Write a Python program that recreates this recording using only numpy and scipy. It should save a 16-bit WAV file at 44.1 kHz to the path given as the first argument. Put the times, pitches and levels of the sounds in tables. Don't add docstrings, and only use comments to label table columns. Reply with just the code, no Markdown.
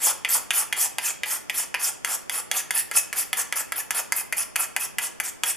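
import sys
import numpy as np
from scipy import signal
from scipy.fft import rfft, irfft, next_fast_len
from scipy.io import wavfile
from scipy.ndimage import uniform_filter1d, map_coordinates

SR = 44100
rng = np.random.default_rng(int(sys.argv[2]) if len(sys.argv) > 2 else 0)


def digitize_waveform(pressure):
    field = np.atleast_2d(pressure).T
    bounded = np.clip(field, -1, 1)
    quanta = np.round(bounded * 32767).astype(np.int16)
    wavfile.write(sys.argv[1], SR, quanta)


N = 245548

# (frequency [Hz], width [Hz], relative level scraped [dB], relative level tapped [dB])
HANDLE_MODES = [(517, 96, -12, -17), (637, 40.4, -7, 3), (767, 44.6, -4, 2.5), (864, 42, -2, 8),
                (979, 107, -5, 7.5), (1148, 65, -2.5, -8), (1374, 99, -1.5, 2.5), (1702, 166, 4, 7),
                (2024, 227, 4, 13), (2038, 102, 1, -9), (2325, 220, 0.5, 1.5), (2426, 148, 4, 5),
                (2854, 380, -4, 11), (3287, 90, 4.5, 18), (3910, 790, -1, -31)]
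BLADE_MODES = [(4860, 500, -14, 7), (5550, 1620, -2, -43), (6570, 1010, 1.5, 7), (7670, 1000, 1.5, 9),
               (8420, 680, 1, -1), (7980, 290, -12, -55), (9180, 850, -6, 10.5), (10313, 990, 5, 16.5),
               (10320, 750, 1, -1), (12230, 1100, -5.5, 11.5), (14800, 490, -9, -45.5)]
# (frequency [Hz], width [Hz], level [dB])
SQUEAL_MODE = [(2568, 93, 0)]
# (end of bite [s], time to peak [s], length from bite to lift-off [s],
#   drag, bite under the peak [dB], peak hiss [dB], start of lift-off under the peak [dB];
#   against the peak: blade body [dB], hollow wood [dB], step of hollow wood at the peak [dB],
#   stiff wood [dB], squeal [dB])
STROKES = [(0.02, 0.04, 0.09, -15, -7.5, -20.5, -7, -2.0, -12, 7, -11.5, -23),
           (0.289, 0.055, 0.092, -28.5, -7.0, -19.5, -10.5, -5.5, -15, 7, -15, -23),
           (0.535, 0.058, 0.097, -26, -8.5, -20.5, -15, -4, -15, 3.5, -12.5, -19),
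           (0.766, 0.049, 0.097, -29, -12, -20.5, -10, -1.5, -18, -3.5, -13.5, -22),
           (1.029, 0.028, 0.08, -16, -12.5, -24, -8.5, -1.5, -16.5, 2, -10, -14),
           (1.258, 0.058, 0.11, -34, -10.5, -26, -6, -3.0, -13.5, 2.5, -10.5, -19),
           (1.544, 0.045, 0.094, -23, -11, -23.5, -12, -3, -17.5, 0.5, -15, -17.5),
           (1.796, 0.052, 0.1, -28, -8.5, -25, -5.5, -2, -14.5, 1, -12.0, -19),
           (2.07, 0.036, 0.082, -16, -9.5, -28.5, -0.5, -3, -7.5, 3, -9, -19),
           (2.319, 0.033, 0.084, -31, -7, -28.0, -6, -6, -11.0, 1.5, -9, -15),
           (2.538, 0.035, 0.069, -17, -15.5, -22, -10.5, -5.5, -18.5, -7, -11.0, -17),
           (2.748, 0.03, 0.06, -20, -9, -20, -8.5, -8.0, -21.5, -7, -12.0, -13),
           (2.954, 0.018, 0.041, -16.5, -12.5, -15, -12.5, -4.5, -22.5, -7, -16.5, -16),
           (3.162, 0.028, 0.066, -19, -9.5, -21.5, -12.5, -4, -16.5, -5, -13.5, -17.5),
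           (3.372, 0.026, 0.049, -20, -0.5, -24.0, -7.0, -4.5, -15.5, -2, -11.5, -19),
           (3.559, 0.015, 0.056, -32, -3, -24.5, -5.5, -5, -15, -0.5, -13.5, -15),
           (3.76, 0.025, 0.045, -28, -3.5, -28.5, 0, -8.5, -13.5, -5, -8.5, -15),
           (3.947, 0.062, 0.054, -32, -4.0, -26.5, -5.0, -5.0, -10, -2.5, -7.5, -12.5),
           (4.151, 0.018, 0.058, -24, -15, -24, -7.5, -8.5, -15.5, -1, -15.5, -16),
           (4.367, 0.041, 0.063, -40, -2, -26.0, -4.5, -6.0, -15.5, -2, -13.5, -15),
           (4.583, 0.024, 0.062, -24, -12, -24, -6.5, -4.5, -14.5, -3, -15, -13.5),
           (4.796, 0.016, 0.061, -35, -8, -27, -5.0, -7.5, -14.0, 3, -13.5, -10.0),
           (5.008, 0.021, 0.064, -29, -14, -28, -5, -1.5, -13, -1, -11.5, -16.0),
           (5.236, 0.021, 0.06, -28, -3.5, -32.5, -4.0, 0, -12, 0, -10, -16.0),
           (5.459, 0.044, 0.059, -23, -6, -23, -8.5, -4.5, -17.5, -2, -13.5, -19.0)]
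LEAD_S, BITE_S, LIFT_S = 0.033, 0.0056, 0.015
LIFT_DB = -17.5
BODY_RISE_DB, STIFF_RISE_DB, SQUEAL_RISE_DB = 6.5, -1, -2
WOOD_FOLLOWS = 0.26
DIG_S = 0.0064


def scrape():
    t = np.arange(N) / SR
    gains = np.zeros((5, N))
    for (s, rise_s, length_s, drag_db, bite_db, peak_db, lift_db,
         body_db, hollow_db, hollow_rise_db, stiff_db, squeal_db) in STROKES:
        start = s - BITE_S - LEAD_S
        lift = s + length_s
        end = lift + LIFT_S
        on = (t >= start) & (t < end + .02)
        now = t[on]
        swing_db = np.interp(now, [s - BITE_S, s, s + min(rise_s, length_s), lift, end],
                             [drag_db, bite_db, 0, lift_db, lift_db + LIFT_DB])
        lifting_db = np.interp(now, [lift, end], [0, LIFT_DB])
        contact = np.interp(now, [start, start + 0.03, end, end + .011], [0, 1, 1, 0]) ** 2
        way = np.clip((now - s) / length_s, 0, 1) - .5
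        dig = np.clip((now - s - rise_s) / DIG_S, 0, 1) - .5
        wood_db = WOOD_FOLLOWS * (swing_db - lifting_db) + lifting_db
        voices_db = np.array([
            swing_db,
            swing_db + body_db + BODY_RISE_DB * way,
            wood_db + hollow_db + hollow_rise_db * dig,
            wood_db + stiff_db + STIFF_RISE_DB * way,
            (swing_db + wood_db) / 2 + squeal_db + SQUEAL_RISE_DB * way])
        gains[:, on] = contact * amp(peak_db + voices_db)
    edge, body, hollow, stiff, squeal = gains
    fine = slips(share=0.53, size_db=-0.5, chatter_db=-0.5, patchy_db=3.5)
    coarse = slips(share=0.22, size_db=2, chatter_db=1.37, patchy_db=2.5)
    steel = ring(fine * body, BLADE_MODES[:5]) - ring(fine * edge, BLADE_MODES[5:])
    wood = ring(coarse * hollow, HANDLE_MODES[:7]) - ring(coarse * stiff, HANDLE_MODES[7:])
    return steel + wood + ring(coarse * squeal, SQUEAL_MODE)


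def slips(share, size_db, chatter_db, patchy_db):
    hit = rng.random(N) < share
    size = amp(size_db * rng.exponential(size=N)) * rng.standard_normal(N)
    clumped = hit * size * amp(chatter_db * wobble(250))
    z = signal.stft(clumped, nperseg=256)[2]
    field = uniform_filter1d(rng.standard_normal(z.shape), 5, 0)
    field = uniform_filter1d(field, 6, 1)
    coloured = signal.istft(z * amp(patchy_db * unit(field)), nperseg=256)[1]
    return unit(coloured[:N])


def ring(push, table):
    response = modes([row[:3] for row in table])
    power = np.mean(np.abs(response(np.linspace(0, SR / 2, num=2000))) ** 2)
    return filtered(push, response) / np.sqrt(power)


# (time [s], strength [dB], handle's lower [dB], upper [dB] and top modes [dB],
#   steel [dB], echo [dB])
TAPS = [(0.248, 4, -38, 9, -4, -13, -5), (0.506, 5.5, -6, 19, 6, -6, -5.5),
        (0.726, 3.5, -40, 5, 0, -8.5, -3.5), (0.984, 0.5, -9, 1, -14, -2.5, -18),
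        (1.234, 3, -8, 12.5, 2.5, -12, -13.5), (1.497, 1.5, -8, 5, 2, -8, -6),
        (1.742, -0.5, -16, 7, -20, -11, 3.5), (2.047, 2, -1, -4, -3, -2, -31),
        (2.296, -1.5, -5, -16, -2, -1, -18), (2.514, 2.5, -5, -16, 6, -1, -11),
        (2.707, 1, 0, -13, 2, -1.5, -5.5), (2.913, -3.5, 6, -32, -17, -1.5, -19),
        (3.128, -3.5, 10, -28, -9, -3, -3), (3.33, 2.5, 2, 3.5, -3, -4, -4),
        (3.525, 1.5, 7, -2, -1, -5, -11), (3.721, -1.5, 6, -18, -16, -2.5, -8.5),
        (3.907, -0.5, 6, -5, -3, 0.5, -5), (4.122, 2.5, 1, -25, -12, 0.5, -8.5),
        (4.325, 0, -9, 5, -44, -4.5, -1), (4.558, -0.5, 2, 10, -22, -0.5, 1.5),
        (4.764, 2, -2, 7, -22, -2.5, -6.5), (4.984, 2, 8, 10, -6, -3, -5.5), (5.2, 0, 6, 3, -7, -2.5, -3.5),
        (5.435, 4, 8, 3, 5, -2.5, -7)]
DEEP_DB, CRACK_DB = -12, -4


def taps():
    out = np.zeros(N + SR)
    for s, db, lower_db, upper_db, top_db, steel_db, echo_db in TAPS:
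        spot = [(900, DEEP_DB), (1500, lower_db), (2000, 0), (2450, upper_db), (3200, top_db)]
        for delay_s, level_db, grit in (.0003, 0.025, 1), (.0042, echo_db, 0.98):
            wood = blow(HANDLE_MODES, spot, contact_s=.0002, grit=grit)
            steel = blow(BLADE_MODES, [(4650, CRACK_DB), (6400, 0)], contact_s=.00005, grit=1.5 * grit)
            at = round((s + delay_s) * SR)
            out[at:][:1500] += amp(db + level_db) * (wood + amp(steel_db) * steel)
    return out[:N]


# (time [s], strength [dB], handle's upper modes [dB])
CATCHES = [(0.068, -9, -10), (0.072, -8, -8), (0.075, -10, -8), (0.081, -15, -17), (0.085, -11, -5),
           (0.353, -5, -20), (0.36, -11, -9), (0.584, -23, -20), (0.624, -29, -9), (0.857, -13, -17),
           (1.329, -42, -7), (1.6, -10, -4), (1.869, -16, -17), (2.113, -29, -7), (2.129, -31, -9),
           (2.761, -15, -9), (2.948, -23, -6), (3.375, -28, -3), (3.566, -27, -9), (3.947, -23, -12),
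           (4.374, -30, -11), (5.471, -16, -2)]


def catches():
    out = np.zeros(N + SR)
    for s, db, thin_db in CATCHES:
        knock = blow(HANDLE_MODES, [(900, 1.5), (2500, thin_db)], contact_s=0.00019, grit=0.75)
        out[round(s * SR):][:1500] += amp(db) * knock
    return out[:N]


def blow(table, colour, contact_s, grit):
    t = np.arange(1500) / SR
    press = np.sin(np.pi * np.clip(t / contact_s, 0, 1))
    skitter_level = grit * np.exp(-t / 0.00063) + amp(-9.0) * np.exp(-t / 0.0085)
    skitter = rng.standard_normal(1500) * skitter_level
    push = np.convolve(skitter, press[:12] / press.sum())[:1500] + press
    scatter_db = 2 * rng.standard_normal(len(table))
    tapped = [(c, w, db + along(colour, c) + d) for (c, w, _, db), d in zip(table, scatter_db)]
    body = modes(tapped, ratio=0.87)
    y = filtered(push, lambda f: body(f) * (1j * f / (450 + 1j * f)) ** 2)
    return 8.5 * y / np.linalg.norm(y) / np.sqrt(SR / 1000)


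# (frequency [Hz], gain [dB])
WIDTH = [(300, -6.5), (700, -11.5), (1500, -12), (3000, -19), (6000, -13), (10000, -3.5), (15000, -5.5)]


def spread(middle, side):
    side = filtered(side, lambda hz: 1j * amp(along(WIDTH, hz)))
    return np.array([middle + side, middle - side])


# (frequency [Hz], time to fall by 60 dB [s])
SHOP_T60 = [(300, 0.55), (1000, 0.5), (3000, 0.47), (8000, 0.29), (14000, 0.21)]


def shop(x):
    out = np.zeros((2, N + SR))
    step = SR // 4
    for start in range(0, N, step):
        hz, t, z = signal.stft(rng.standard_normal((2, SR // 2)), SR, nperseg=256)
        decay = amp(-60 * t / along(SHOP_T60, hz)[:, None])
        tail = signal.istft(z * decay, SR, nperseg=256)[1]
        wet = signal.fftconvolve(x[None, start:start + step], tail / np.linalg.norm(tail[0]), axes=1)
        late = start + 90
        out[:, late:late + wet.shape[1]] += wet
    mid, side = out[:, :N]
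    side = filtered(side, lambda hz: amp(along(WIDTH, hz) + 5.5))
    return np.array([mid + side, mid - side])


# (frequency [Hz], relative level [dB])
AIR_MID = [(20, -24), (60, -4.5), (150, -6), (400, -0.5), (1000, -2), (3000, -17), (8000, -15.5),
           (15000, -24)]
AIR_SIDE = [(20, 11), (60, 5), (150, 10.5), (400, 8.5), (1000, 0.5), (3000, -9), (8000, -13), (15000, -26)]


def air():
    white = rng.standard_normal((2, N))
    mid, side = filtered(white, lambda hz: amp([along(AIR_MID, hz), along(AIR_SIDE, hz)]))
    return amp(-39.5) * np.array([mid + side, mid - side])


def modes(table, ratio=-1):
    def response(f):
        return sum(ratio ** k * amp(db) * 1j * f * w / (c * c - f * f + 1j * f * w)
                   for k, (c, w, db) in enumerate(table))
    return response


def filtered(x, response):
    m = next_fast_len(x.shape[-1] + 8192)
    return irfft(rfft(x, m) * response(np.fft.rfftfreq(m, 1 / SR)), m)[..., :x.shape[-1]]


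def wobble(rate):
    knots = rng.standard_normal(int(N * rate / SR) + 4)
    return map_coordinates(knots, [np.arange(N) * rate / SR])


def along(points, hz):
    f, v = np.transpose(points)
    return np.interp(np.log(hz + 1), np.log(f + 1), v)


def amp(db):
    return 10 ** (np.asarray(db) / 20)


def unit(x):
    return x / np.sqrt(np.mean(x ** 2) + 1e-20)


def scene():
    rub = scrape()
    knock = taps() + catches()
    unlike = .5 * rub + 0.83 * scrape()
    near = spread(rub + knock, unlike + 1.13 * knock)
    return near + shop(amp(-8) * rub + amp(-9.0) * knock) + air()


# (frequency [Hz], gain [dB])
MIC = [(20, -3.5), (12000, 0), (14000, -6), (14700, -14), (15200, -19), (15600, -26), (16800, -40)]
# (frequency [Hz], width [Hz], depth [0-1])
NOTCHES = [(3963, 870, 0.86), (8044, 310, 1)]
TOP_HZ = 16860


def record(dry):
    def colour(f):
        holes = np.prod([1 - np.clip(d, 0, 1) * 1j * f * w / (c * c - f * f + 1j * f * w)
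                         for c, w, d in NOTCHES], axis=0)
        return amp(along(MIC, f)) * holes * (f < TOP_HZ)
    balance = amp([[-.15], [.15]])
    return filtered(dry * balance, colour)


dry = scene()
out = record(dry)
digitize_waveform(out)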